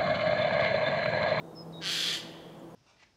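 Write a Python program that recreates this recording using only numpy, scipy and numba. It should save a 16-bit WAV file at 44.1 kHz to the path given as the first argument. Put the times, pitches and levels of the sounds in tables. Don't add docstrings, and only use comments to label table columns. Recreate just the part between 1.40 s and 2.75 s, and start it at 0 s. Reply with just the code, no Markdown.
import sys
import numpy as np
from scipy import signal
from scipy.fft import rfft, irfft, next_fast_len
from scipy.io import wavfile
from scipy.ndimage import uniform_filter1d
from numba import njit

SR = 44100
rng = np.random.default_rng(int(sys.argv[2]) if len(sys.argv) > 2 else 0)


def master_out(mix):
    frames = np.transpose(np.atleast_2d(mix))
    ceiling = np.clip(frames, -1, 1)
    pcm = np.round(ceiling * 32767).astype(np.int16)
    wavfile.write(sys.argv[1], SR, pcm)


N = 59535

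# time_s, level_db
SCREECH_LEVEL = [(.405, -72), (.416, -49), (.428, -41), (.452, -34), (.5, -34), (.59, -34), (.66, -34.5),
                 (.745, -35), (.772, -44.5), (.8, -62)]
# time_s, pulse_rate_hz, roughness (0-1), main_resonance_hz
VOICE_MOTION = [(.41, 205.4, 0.06, 3060), (.45, 192.1, 0.02, 3200), (.485, 183.1, .35, 3335),
                (.54, 177.5, .95, 3420), (.733, 172.7, .95, 3410), (.757, 160.4, .8, 3100)]
# time_s, treble_gain_db
BEAK_OPENING = [(.41, -27), (.45, -8.5), (.52, 1), (.6, -1), (.68, -3), (.78, 0)]
# centre_hz, width_hz, gain_db
THROAT_RESONANCES = [(1190, 70, -7), (1370, 70, -8), (1600, 260, -6.5), (1920, 220, -4), (2250, 300, -7),
                     (2620, 400, -6), (3200, 650, 1.5), (3660, 200, -4), (4030, 280, -2.5), (4420, 450, .5),
                     (4950, 550, -4), (6050, 850, -6.5), (7450, 1100, -12), (9500, 1050, -14.5),
                     (12100, 1200, -21), (13800, 1700, -26.5)]
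# time_s, centre_hz, boost_db
LOW_RESONANCE = [(.415, 1520, 13), (.44, 1520, -12), (.48, 1580, -6), (.54, 1520, -3), (.68, 1810, -36),
                 (.745, 1826, -0.5), (.78, 1890, -9)]
# time_s, level_db
OPENING_OVERTONE = [(.405, -61), (.418, -62), (.44, -52), (.485, -56), (.52, -53)]
# time_s, level_db (relative to the filtered voice)
SHRILL_TONE = [(.5, -48), (.57, -15), (.68, -12), (.715, -11.5), (.755, -10), (.775, -24)]
# start_s, length_s, start_hz, settled_hz, glide_s, level_db, swell_exponent, flutter_db
THIN_WHISTLES = [(-.11, 0.1, 3750, 3720, .02, -49.5, 0.74, -5),
                 (0.148, 0.092, 5400, 5100, 0.024, -49.5, 1, 0.9),
                 (.3245, 0.088, 5760, 3787, 0.0021, -53, 0.42, 2.2)]
# start_s, length_s, start_hz, end_hz, level_db
FALLING_CHIPS = [(1.183, .035, 7400, 5940, -73), (1.297, .033, 6750, 6300, -73),
                 (1.338, 0.015, 6300, 5080, -74)]
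# frequency_hz, t60_s
WOOD_DECAY = [(1000, 1.97), (3300, 1.184), (6000, 0.37), (12000, 1.24)]
# frequency_hz, relative_level_db
MURMUR_SPECTRUM = [(25, -21), (60, -11.5), (100, -9.5), (140, -1), (280, -1.5), (480, -1), (700, -4.5),
                   (1000, -8.5), (1500, -21), (2300, -30), (4000, -31.5), (8000, -35), (15500, -39.5)]
# time_s, level_db
ENGINE_LEVEL = [(0, -53), (.12, -56), (.27, -48), (.42, -49), (.6, -51), (.8, -56.5), (1.05, -54),
                (1.2, -58.5), (1.3, -54)]
# multiple, level_db
ENGINE_HARMONICS = [(2, -56), (3, -61), (4, -66)]

PULSE_AT_S = .4232
JITTER, SHIMMER_DB = .15, 1.5
PUFF_DECAY_CYCLES, PUFF_DB, RASP_DB = 0.29, -2.5, 5
SECOND_HZ, SECOND_JITTER, SECOND_DB = 587.7, 0.0206, -2.5
SCATTER_S, SCATTER_SHARE = (0.000317, 0.000514, .00083), 0.46
THROAT_LOW_HZ, BEAK_HZ = 990, 6450
MAIN_WIDTH_HZ, MAIN_DB, LOW_WIDTH_HZ = 370, 0, 280
OVERTONE_MULTIPLE = 8
SHRILL_WAVER, SHRILL_FLUTTER_DB = 0.0172, -4.5
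WOOD_DB, TRUNKS_DB, WHISTLE_WET_DB = -10.5, -4, -7
TRUNKS_DECAY_S, FIRST_RETURN_S, TAIL_BUILD_S = 0.04, .012, 0.013
MURMUR_DB, ENGINE_HZ, TOP_HZ = -48, 165.4, 15700


def screech():
    rough = curve(VOICE_MOTION, column=2)
    main_hz = curve(VOICE_MOTION, column=3)

    pulse_hz = curve(VOICE_MOTION) * np.exp(JITTER * rough * walk(200))
    beat, phase = pulses(pulse_hz, PULSE_AT_S)
    second, _ = pulses(SECOND_HZ * np.exp(SECOND_JITTER * walk(500)), PULSE_AT_S)
    puffs = unit(np.exp(-phase / PUFF_DECAY_CYCLES) * rng.standard_normal(N))
    rasp = undb(RASP_DB) * rng.standard_normal(N) + undb(SECOND_DB) * second
    source = smear(beat) + undb(PUFF_DB) * puffs + rough * rasp
    source *= undb(SHIMMER_DB * rough * walk(350))
    rasp_power = undb(RASP_DB) ** 2 + undb(SECOND_DB) ** 2
    source /= np.sqrt(1 + undb(PUFF_DB) ** 2 + rough ** 2 * rasp_power)

    voice = unit(colour(source, throat_gain))
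    main = undb(MAIN_DB) * rough * resonate(voice, main_hz, float(MAIN_WIDTH_HZ))
    low_boost = undb(curve(LOW_RESONANCE, column=2))
    low = low_boost * resonate(voice, curve(LOW_RESONANCE), float(LOW_WIDTH_HZ))
    high_pass = signal.butter(2, BEAK_HZ, "high", fs=SR, output="sos")
    treble = signal.sosfiltfilt(high_pass, voice)
    beak_change = (undb(curve(BEAK_OPENING)) - 1) * treble

    shrill = sine(main_hz * (1 + SHRILL_WAVER * walk(250)))
    shrill *= swell_of(SHRILL_TONE) * undb(SHRILL_FLUTTER_DB * walk(400))
    overtone = swell_of(OPENING_OVERTONE) * np.sin(2 * np.pi * OVERTONE_MULTIPLE * phase)
    voice = voice + main + low + beak_change + np.sqrt(2) * shrill
    return voice * swell_of(SCREECH_LEVEL) + np.sqrt(2) * overtone


def pulses(hz, at_s):
    turns = np.cumsum(hz) / SR
    turns -= np.interp(at_s * SR, np.arange(N), turns)
    offset = (turns - np.round(turns)) * SR / hz
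    train = np.sinc(offset) * np.exp(-(offset / 6) ** 2)
    return unit(train), turns % 1


def smear(x):
    hz = np.arange(N + 1) * SR / (2 * N)
    spectrum = rfft(x, 2 * N)
    for lag in SCATTER_S:
        late = np.exp(-2j * np.pi * hz * lag)
        spectrum = spectrum * (late - SCATTER_SHARE) / (1 - SCATTER_SHARE * late)
    return irfft(spectrum)[:N]


def throat_gain(hz):
    power = 0
    for centre, width, db in THROAT_RESONANCES:
        power = power + undb(db) ** 2 / (1 + ((hz - centre) / width) ** 2 * 2) ** 2
    return np.sqrt(power / (1 + (THROAT_LOW_HZ / (hz + 1)) ** 4))


@njit
def resonate(x, hz, width):
    y, band, low = np.empty(len(x)), 0., 0.
    for i in range(len(x)):
        g, damping = np.tan(np.pi * hz[i] / SR), width / hz[i]
        v = (band + g * (x[i] - low)) / (1 + g * (g + damping))
        band, low, y[i] = 2 * v - band, low + 2 * g * v, damping * v
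    return y


def small_birds(t):
    out = np.zeros(len(t))
    quiver, flutter = np.resize(walk(150), len(t)), np.resize(walk(900), len(t))
    for start, length, from_hz, to_hz, glide, db, swell, flutter_db in THIN_WHISTLES:
        age = np.clip(t - start, 0, length)
        hz = to_hz + (from_hz - to_hz) * np.exp(-age / glide)
        hz *= 1 + 0.0012 * quiver
        shape = np.abs(np.sin(np.pi * age / length)) ** swell * (age < length)
        out += undb(db + flutter_db * flutter) * shape * sine(hz)
    for start, length, from_hz, to_hz, db in FALLING_CHIPS:
        part = np.clip((t - start) / length, 0, 1)
        hz = from_hz + (to_hz - from_hz) * part ** 2
        out += undb(db) * np.sin(np.pi * part) * sine(hz)
    return np.sqrt(2) * out


def wood():
    t = np.arange(N) / SR
    noise = rfft(rng.standard_normal(N))
    hz = np.arange(N // 2 + 1) * SR / N
    octave = np.clip(np.log2((hz + 1) / 1000), 0, 4)
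    tail = 0
    for k in range(5):
        band = irfft(noise * np.maximum(1 - np.abs(octave - k), 0), N)
        t60 = at_hz(WOOD_DECAY, 1000 * 2 ** k)
        tail = tail + band * np.exp(-np.log(1000) * t / t60)
    tail = tail * (1 - np.exp(-(t / TAIL_BUILD_S) ** 2))

    trunks = rng.standard_normal(N) * (rng.random(N) < .012)
    trunks *= np.exp(-t / TRUNKS_DECAY_S) * (t > FIRST_RETURN_S)
    return undb(TRUNKS_DB) * unit(trunks) / np.sqrt(N), undb(WOOD_DB) * unit(tail) / np.sqrt(N)


def traffic_murmur():
    murmur = colour(rng.standard_normal(N), lambda hz: undb(at_hz(MURMUR_SPECTRUM, hz)))
    return unit(murmur) * undb(MURMUR_DB + 0.57 * walk(3.8))


def engine_hum():
    turn = 2 * np.pi * np.cumsum(ENGINE_HZ * (1 + 0.0023 * walk(10.8))) / SR
    hum = undb(curve(ENGINE_LEVEL) + 1.1 * walk(14.84)) * np.sin(turn)
    for multiple, db in ENGINE_HARMONICS:
        drift = 1.24 * walk(6.6)
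        hum = hum + undb(db + 0.73 * walk(11)) * np.sin(multiple * turn + drift)
    return np.sqrt(2) * hum


def undb(db):
    return 10 ** (np.asarray(db) / 20)


def unit(x):
    return x / np.sqrt(np.mean(x ** 2) + 1e-20)


def sine(hz):
    return np.sin(2 * np.pi * np.cumsum(hz) / SR)


def curve(table, column=1):
    rows = np.array(table, float)
    return np.interp(np.arange(N) / SR, rows[:, 0], rows[:, column])


def swell_of(table):
    t = np.arange(N) / SR
    return undb(curve(table)) * (t > table[0][0]) * (t < table[-1][0])


def at_hz(table, hz):
    rows = np.array(table, float)
    return np.interp(np.log(hz + 1), np.log(rows[:, 0]), rows[:, 1])


def colour(x, gain_at):
    size = 2 * next_fast_len(len(x))
    hz = np.arange(size // 2 + 1) * SR / size
    cepstrum = irfft(np.log(gain_at(hz) + 1e-7))
    cepstrum[1:size // 2] *= 2
    cepstrum[size // 2 + 1:] = 0
    return irfft(rfft(x, size) * np.exp(rfft(cepstrum)))[:len(x)]


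def walk(rate):
    hold = max(int(SR / rate), 1)
    steps = rng.standard_normal(N)[np.arange(N) // hold]
    return unit(uniform_filter1d(uniform_filter1d(steps, hold), hold))


def scene():
    lead = SR // 4
    trunks, tail = wood()
    call = screech()
    song = small_birds(np.arange(-lead, N) / SR)
    call = call + signal.fftconvolve(call, trunks + tail)[:N]
    song = song + undb(WHISTLE_WET_DB) * signal.fftconvolve(song, tail)[:N + lead]
    return (call + song[lead:] + traffic_murmur() + engine_hum())[None]


def record(dry):
    low_pass = signal.ellip(10, .2, 70, TOP_HZ, fs=SR, output="sos")
    return signal.sosfilt(low_pass, dry)


dry = scene()
out = record(dry)
master_out(out)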